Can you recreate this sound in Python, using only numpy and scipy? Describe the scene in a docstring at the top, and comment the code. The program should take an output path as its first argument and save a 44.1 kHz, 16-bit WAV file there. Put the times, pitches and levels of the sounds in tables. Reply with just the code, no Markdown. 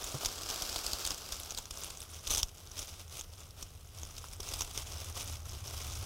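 """Clearing dry leaves by hand

A hand close by uncovers a mushroom, first with wide sweeps, then with small pinches. Stick-slip
friction makes the leaves scrape and crinkle. Brittle ribs fracture and set their leaves ringing,
and one handful is crushed, ending in a sharp crack. Now and then the hand bumps the soil with a
damped thud. A low rumble slowly grows behind the quiet forest air."""
import sys
import numpy as np
from scipy import signal
from scipy.fft import rfft, irfft, next_fast_len
from scipy.io import wavfile
from scipy.ndimage import map_coordinates

SR = 44100
rng = np.random.default_rng(int(sys.argv[2]) if len(sys.argv) > 2 else 0)


def log_audio(samples):
    """Write samples as a 16-bit WAV file to the path given in sys.argv[1]."""
    # one column per channel
    frames = np.atleast_2d(samples).T
    # limit to full scale, then quantise
    limited = np.clip(frames, -1, 1)
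    pcm = np.round(limited * 32767).astype(np.int16)
    wavfile.write(sys.argv[1], SR, pcm)


N = 266981
TIME = np.arange(N) / SR
TOP_HZ = 15850


def amp(db):
    """Amplitude ratio of a level: a factor of ten per 20 dB."""
    return 10 ** (np.asarray(db) / 20)


def unit(x):
    """Normalisation to unit RMS."""
    return x / np.sqrt(np.mean(x ** 2) + 1e-20)


def wobble(rate):
    """Spline interpolation of random knots, rate per second, gives a smooth fluctuation."""
    return map_coordinates(rng.standard_normal(int(N * rate / SR) + 4), [TIME * rate])


def coloured(x, points):
    """Minimum-phase filtering: a causal response whose gain follows the (f/Hz, gain/dB) points."""
    size = 2 * next_fast_len(len(x))
    hz, db = np.transpose(points)
    gain = amp(np.interp(np.log(np.fft.rfftfreq(size, 1 / SR) + 1), np.log(hz), db))
    cepstrum = irfft(np.log(np.maximum(gain, 1e-5)))
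    cepstrum[1:size // 2] *= 2  # fold onto positive time
    cepstrum[size // 2 + 1:] = 0
    return irfft(rfft(x, size) * np.exp(rfft(cepstrum)))[:len(x)]


def ringing(x, hz, q):
    """Forced response of one damped resonator."""
    return signal.lfilter(*signal.iirpeak(hz, q, fs=SR), x)


def add(track, start, sound):
    """Superposition: a sound joins the track at start seconds."""
    part = track[max(round(start * SR), 0):][:len(sound)]
    part += sound[:len(part)]


# Spectra of the forest air and of the rumble: f/Hz, gain/dB
AIR_SPECTRUM = [(88, -29), (150, 7.5), (209, -4.5), (249, -10), (368, -7.5), (439, -6), (514, -8),
                (2220, -32), (4410, -45), (16000, -28.5)]
RUMBLE_SPECTRUM = [(15, -28), (35, -3), (55, -13), (76, 2.5), (100, -5.5), (125, -11.5), (150, -27),
                   (195, -34.5), (300, -33), (600, -86)]
def forest():
    """Filtered Gaussian noise: steady air, a thin hiss and a rumble that grows exponentially."""
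    hiss_spectrum = [(1500, -7), (3000, 3), (6000, -9), (12000, 1), (16000, -7)]
    air = amp(-65.5) * unit(coloured(rng.standard_normal(N), AIR_SPECTRUM))
    hiss = amp(-66.5) * unit(coloured(rng.standard_normal(N), hiss_spectrum))
    rumble_db = -57 + 3 * np.maximum(TIME - 1.58, 0)  # 3 dB/s from 1.58 s on
    rumble = amp(rumble_db) * unit(coloured(rng.standard_normal(N), RUMBLE_SPECTRUM))
    return air + hiss + rumble


# The hand meeting soil and buried twigs: t/s, level/dB, f/Hz
SOIL_IMPACTS = [(0.143, -38.5, 139), (0.234, -49, 724), (0.76, -49.5, 750), (.934, -50.5, 602),
                (1.108, -48.5, 1150), (1.587, -54, 950), (4.241, -53.5, 1140), (4.398, -53, 392),
                (5.163, -52.5, 1170)]
def bumps():
    """Heavily damped impact: soft ground gives a thud of a few cycles and a puff, duller if deeper."""
    track, t = np.zeros(N), np.arange(SR // 10) / SR
    for start, db, hz in SOIL_IMPACTS:
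        cycles = hz * t
        thud = unit(np.sin(2 * np.pi * cycles) * (1 - np.exp(-cycles / 4.7)) * amp(-7 * cycles))
        dull_db = -5 * np.log2(1400 / hz)
        spectrum = [(60, -8), (min(2.6 * hz, 1300), 0), (1400, dull_db), (1850, dull_db - 11),
                    (5000, -60)]
        puff = unit(coloured(rng.standard_normal(len(t)), spectrum) * amp(-60 * t / 0.066))
        add(track, start, amp(db) * (amp(-7.5) * thud + amp(-10) * puff))
    return track


# Sweeping begins, is full, eases, has given way to pinching: t/s
SWEEP_TIMES = (0.0, 0.4, 1.15, 2.1)
def sweeping():
    """Power fraction, 0-1, of sweeping loose litter as against pinching single leaves."""
    return np.interp(TIME, SWEEP_TIMES, [0, 1, 1, 0])


def push(leaves):
    """Envelope detection: each burst of crackling brings a soft low push that swings back."""
    low_band = signal.butter(2, [22, 75], "band", fs=SR, output="sos")
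    gain_db = 2.5 - 2 * sweeping()  # the push is weaker during sweeps
    return amp(gain_db) * signal.sosfilt(low_band, np.abs(leaves))


def gesture(start, length, db, attack_s, sag_db, release_s):
    """Envelope of one movement: linear attack, a sag over its length, then exponential decay."""
    t = TIME - start
    attack = np.clip(t / attack_s, 0, 1)
    hold = amp(db - sag_db * np.clip(t / length, 0, 1))
    return attack * hold * np.exp(-np.maximum(t - length, 0) / release_s)


# Strokes of the hand through the leaves: t/s, duration/s, level/dB
HAND_STROKES = [(-0.03, 0.1, -46), (0.049, 0.12, -43.5), (0.192, 0.069, -42), (0.278, 0.21, -45.5),
                (0.472, 0.33, -41.5), (0.823, 0.13, -41), (0.977, .14, -41), (1.158, 0.21, -48),
                (1.308, 0.21, -49.5), (1.56, 0.023, -45.5), (1.64, 0.043, -60), (1.709, 0.078, -50),
                (1.77, 0.1, -47.5), (1.899, 0.14, -53.5), (2.083, 0.095, -51.5), (2.217, 0.078, -48),
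                (2.274, 0.14, -47.5), (2.534, 0.14, -57.5), (2.697, 0.072, -53), (2.758, 0.064, -44.5),
                (2.859, 0.15, -52.5), (3.101, 0.071, -46.5), (3.308, .03, -60), (3.372, .05, -54),
                (3.555, 0.049, -51.5), (3.927, 0.3, -55), (4.218, 0.048, -52), (4.3, 0.017, -49.5),
                (4.411, 0.16, -46.5), (4.569, 0.024, -41.5), (4.64, 0.088, -52.5), (4.729, 0.067, -43.5),
                (4.845, 0.26, -48), (5.147, 0.058, -40.5), (5.257, 0.079, -47), (5.436, .16, -51),
                (5.634, 0.47, -46.5)]
def effort():
    """Incoherent sources add in power: the level in dB of all strokes and the resting hand's stir."""
    power = sum(gesture(*stroke, attack_s=0.024, sag_db=0.12, release_s=0.051) ** 2
                for stroke in HAND_STROKES)
    return 10 * np.log10(power + amp(-62) ** 2)


def fractures(rate, spread_db, life_s):
    """Acoustic emission: fibres break as a Poisson process, in noise bursts mostly small, a few large."""
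    happens = rng.random(N) < rate / SR
    size = amp(spread_db * np.minimum(rng.standard_exponential(N), 3))
    power = signal.filtfilt([1], [1, -np.exp(-4 / (life_s * SR))], happens * size ** 2)
    return unit(np.sqrt(np.abs(power)) * rng.standard_normal(N))


def edge_flicks(rate, low_hz, octaves, cycles):
    """Free vibration: each flicked edge rings for a few cycles; small stiff ones are sharper."""
    when, size, height = rng.random((int(rate * N / SR), 3)).T
    hz = np.minimum(low_hz * 2 ** (octaves * height), TOP_HZ)[:, None]
    step = np.arange(SR // 200)
    phase = hz * step / SR
    strength = amp(19 * size ** 3)[:, None] * hz
    grains = strength * np.sin(2 * np.pi * phase) * phase * np.exp(-phase / cycles)
    samples = (when * N).astype(int)[:, None] + step
    return unit(np.bincount(samples.ravel(), grains.ravel(), N)[:N])


# Spectrum of the damp layer under the leaves: f/Hz, gain/dB
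DAMP_SPECTRUM = [(110, -46.5), (180, -6), (416, 0), (455, -2), (688, 0.5), (953, -3.5), (1030, -2),
                 (1220, -0.5), (1610, -5.5), (1760, -10.5), (1900, -7.5), (2470, -43), (4180, -120)]
# How hard the fingers drag on that layer: t/s, gain/dB
FINGER_DRAG = [(0, 3), (1.2, 1), (2.2, -0.5), (3.7, -2), (5.1, 0.5), (6.05, 0.5)]
def scrape(friction, effort_db):
    """Friction on the damp layer: a dull noise that grows more slowly than the hand's effort."""
    drag_db = np.interp(TIME, *np.transpose(FINGER_DRAG))
    level_db = -55.5 + 0.69 * (effort_db + 48) + drag_db
    return amp(level_db) * unit(coloured(friction, DAMP_SPECTRUM))


# Spectra of loose litter (broad) and of a single leaf (hollow): f/Hz, gain/dB
LITTER_SPECTRUM = [(1000, -30.5), (1950, -13.5), (2500, -8.5), (3450, -5.5), (4100, -6), (5000, -2),
                   (6200, -5), (7200, -7), (8300, -9), (9400, -14.5), (11300, -12.5), (16000, -17)]
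LEAF_SPECTRUM = [(1000, -46), (1800, -14.5), (2300, -6.5), (3500, -2), (4400, -7), (5050, -2), (6100, -1.5),
                 (7500, -8.5), (8400, -7), (9500, -10), (10700, -9.5), (12200, -13.5), (13200, -12.5),
                 (16000, -15)]
def crinkle(sliding, pinching, effort_db):
    """Source and filter: friction and flicks excite litter and single leaves, mixed at equal power."""
    flicks = amp(-7.5) * edge_flicks(rate=300, low_hz=5400, octaves=1.38, cycles=1.3)
    loose = unit(coloured(sliding + amp(-10.5) * flicks, LITTER_SPECTRUM))
    single = unit(coloured(pinching + flicks, LEAF_SPECTRUM))
    sweep = sweeping()
    return amp(effort_db) * (np.sqrt(sweep) * loose + np.sqrt(1 - sweep) * single)


def rustle(effort_db):
    """Stick-slip friction: hiss and fibre breaks drive both layers, wavering as edges catch and let go."""
    catching = wobble(90)
    sliding = unit(rng.standard_normal(N) + amp(-1) * fractures(rate=700, spread_db=6.5, life_s=0.002))
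    pinching = unit(rng.standard_normal(N) + fractures(rate=380, spread_db=4.5, life_s=0.0028))
    dry_layer = amp(0.54 * catching) * crinkle(sliding, pinching, effort_db)
    damp_layer = amp(0.92 * catching) * scrape(sliding + pinching, effort_db)
    return dry_layer + damp_layer


# The fist closing on a handful: t/s, duration/s, level/dB
SQUEEZE = (2.297, 0.098, -32)
# Spectrum of the handful: f/Hz, gain/dB
HANDFUL_SPECTRUM = [(150, -13), (600, -9.5), (1250, -7.5), (1850, -24), (2700, -7.5), (3650, -2),
                    (4600, -9), (5400, -4), (6150, 3), (7450, -14), (8100, -7.5), (9500, -12), (11100, -9),
                    (16000, -20)]
def crush():
    """Crumpling: in a closing fist, breaks and flicks overlap into one unbroken crunch."""
    breaks = fractures(rate=3000, spread_db=7.5, life_s=0.002)
    flicks = amp(-13.5) * edge_flicks(rate=720, low_hz=5040, octaves=1.05, cycles=1.7)
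    envelope = gesture(*SQUEEZE, attack_s=0.0027, sag_db=6, release_s=0.019)
    return envelope * unit(coloured(breaks + flicks, HANDFUL_SPECTRUM))


# Spectra of a rib's crack and of its fine splinters: f/Hz, gain/dB
CRACK_SPECTRUM = [(150, -9.5), (600, -7), (1250, -5), (1850, -14.5), (2600, -5.5), (3600, 2), (4550, -5),
                  (5300, -7.5), (6100, 0.5), (7500, -4), (8200, 1.5), (9500, -7), (11100, -7.5),
                  (16000, -19.5)]
SPLINTER_SPECTRUM = [(5000, -35.5), (8000, 1.5), (11000, -7.5), (16000, -7)]
def snaps(ribs):
    """Brittle fracture: each rib strains, cracks and crumbles, driving its leaf's resonance."""
    track, t = np.zeros(N), np.arange(SR // 22) / SR
    strain_s = 0.008
    strain = np.minimum(t / strain_s, 1) ** 4
    after = np.maximum(t - strain_s, 0)
    for break_s, db, hz, crumble_db in ribs:
        burst, crumbs, sizes_db = rng.standard_normal((3, len(t)))
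        t60 = 0.0084 * amp(0.73 * crumble_db)  # a clean break is over sooner
        crack = unit(np.tanh(2 * burst) * (1 - np.exp(-after / 0.00065)) * amp(-60 * after / t60))
        crumble = unit(crumbs * amp(sizes_db) * strain * amp(-60 * after / 0.036))
        force = crack + amp(crumble_db + 6.5) * crumble
        body = unit(coloured(force, CRACK_SPECTRUM))
        ring_db = -5 - 0.33 * crumble_db  # crumbling weakens the ring
        ring = amp(ring_db) * unit(ringing(ringing(force, hz, q=3.2), hz, q=3.2))
        splinter_db = -8 + 9.5 * np.log2(hz / 5500)  # stiffer ribs shed more
        splinters = amp(splinter_db) * unit(coloured(force, SPLINTER_SPECTRUM))
        add(track, break_s - strain_s, amp(db - 14.5) * np.std(force) * unit(body + ring + splinters))
    return track


# Spells in which lesser ribs give way: start t/s, end t/s, rate/(1/s), mean relative level/dB
SNAP_SPELLS = [(0.052, 1.2, 7.8, -38.5), (1.42, 2.05, 21.4, -39), (2.08, 3.599, 10, -44.5),
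               (3.969, 5.251, 12.8, -41.5), (5.348, 6.051, 8, -45.5)]
def small_snaps(effort_db):
    """Fracture under load: lesser ribs break at random moments, louder the harder the hand works."""
    ribs = []
    for start, end, rate, mean_db in SNAP_SPELLS:
        count = max(round(rate * (end - start)), 1)
        jitter, size, stiffness = rng.random((count, 3)).T
        break_s = start + (end - start) * (np.arange(count) + jitter) / count
        force_db = np.interp(break_s, TIME, effort_db)
        db = mean_db + 0.49 * (force_db - force_db.mean()) + 1.5 * (2 * size - 1)
        hz = 6060 * 2 ** (0.35 * (2 * stiffness - 1))
        crumble_db = np.full(count, -12.5)
        ribs += zip(break_s, db, hz, crumble_db)
    return snaps(ribs)


# The loudest ribs breaking: t/s, relative level/dB, ring f/Hz, relative crumbling level/dB
RIB_BREAKS = [(.042, -32.5, 7200, -5), (0.2489, -30, 4400, -6), (.259, -23.5, 5430, -8.5),
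              (.489, -35, 5400, -12), (.501, -32.5, 5270, -3.5), (.51, -33.5, 5460, -16),
              (.622, -31, 5300, -3.5), (0.7607, -35, 4160, 0), (.865, -28, 4670, -6.5),
              (.933, -24.5, 4330, -14), (1.051, -29.5, 4160, -6.5), (1.0644, -32, 7200, -5.5),
              (1.074, -29, 6600, -8), (1.106, -29, 5260, -6.5), (1.117, -37.5, 4800, -1.5),
              (1.145, -34.5, 5100, -17), (1.323, -32, 5430, -5), (1.4, -36.5, 11000, -11),
              (1.507, -33.5, 6400, -9), (1.548, -36.5, 4870, -9), (1.576, -33.5, 4200, -11),
              (1.586, -32.5, 7000, -9), (1.7091, -35.5, 5200, -6.5), (1.845, -35.5, 10000, -10),
              (2.0045, -38, 8260, -12), (2.029, -43, 10500, -8), (2.272, -38, 4060, 1),
              (2.276, -31.5, 5430, -7), (2.306, -31, 6060, 0), (2.349, -26.5, 5470, -6.5),
              (2.373, -30, 7500, -7), (2.38, -26, 5930, -9.5), (2.398, -36, 5800, -6),
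              (2.431, -19.5, 5870, -17), (2.716, -41.5, 6100, -22), (2.779, -41, 5200, -7),
              (2.792, -37, 5540, 0), (3.194, -41.5, 6000, 0.5), (3.211, -34, 7100, -15),
              (3.627, -35, 5800, -8), (4.033, -34.5, 5850, -16.5), (4.181, -44, 5450, 0.5),
              (4.336, -46.5, 10500, -10), (4.404, -35, 5370, -6.5), (4.489, -35.5, 6170, -6),
              (4.538, -36.5, 5000, 1.5), (4.608, -30, 5600, -3.5), (4.62, -30, 5700, -6.5),
              (4.7762, -30.5, 5560, -8)]
def loud_snaps():
    """Sudden release of elastic energy: the loudest ribs break at set times, each with its own pitch."""
    return snaps(RIB_BREAKS)


def scene():
    """Linear superposition, in mono, of the leaves, a low push that follows their crackling, the soil and the
    forest."""
    effort_db = effort()
    leaves = rustle(effort_db) + crush() + loud_snaps() + small_snaps(effort_db)
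    return (leaves + push(leaves) + bumps() + forest())[None]


def record(dry):
    """Band limiting: a linear-phase low-pass removes the treble above TOP_HZ."""
    return signal.fftconvolve(dry, signal.firwin(255, TOP_HZ, fs=SR)[None], "same", axes=1)


dry = scene()
out = record(dry)
log_audio(out)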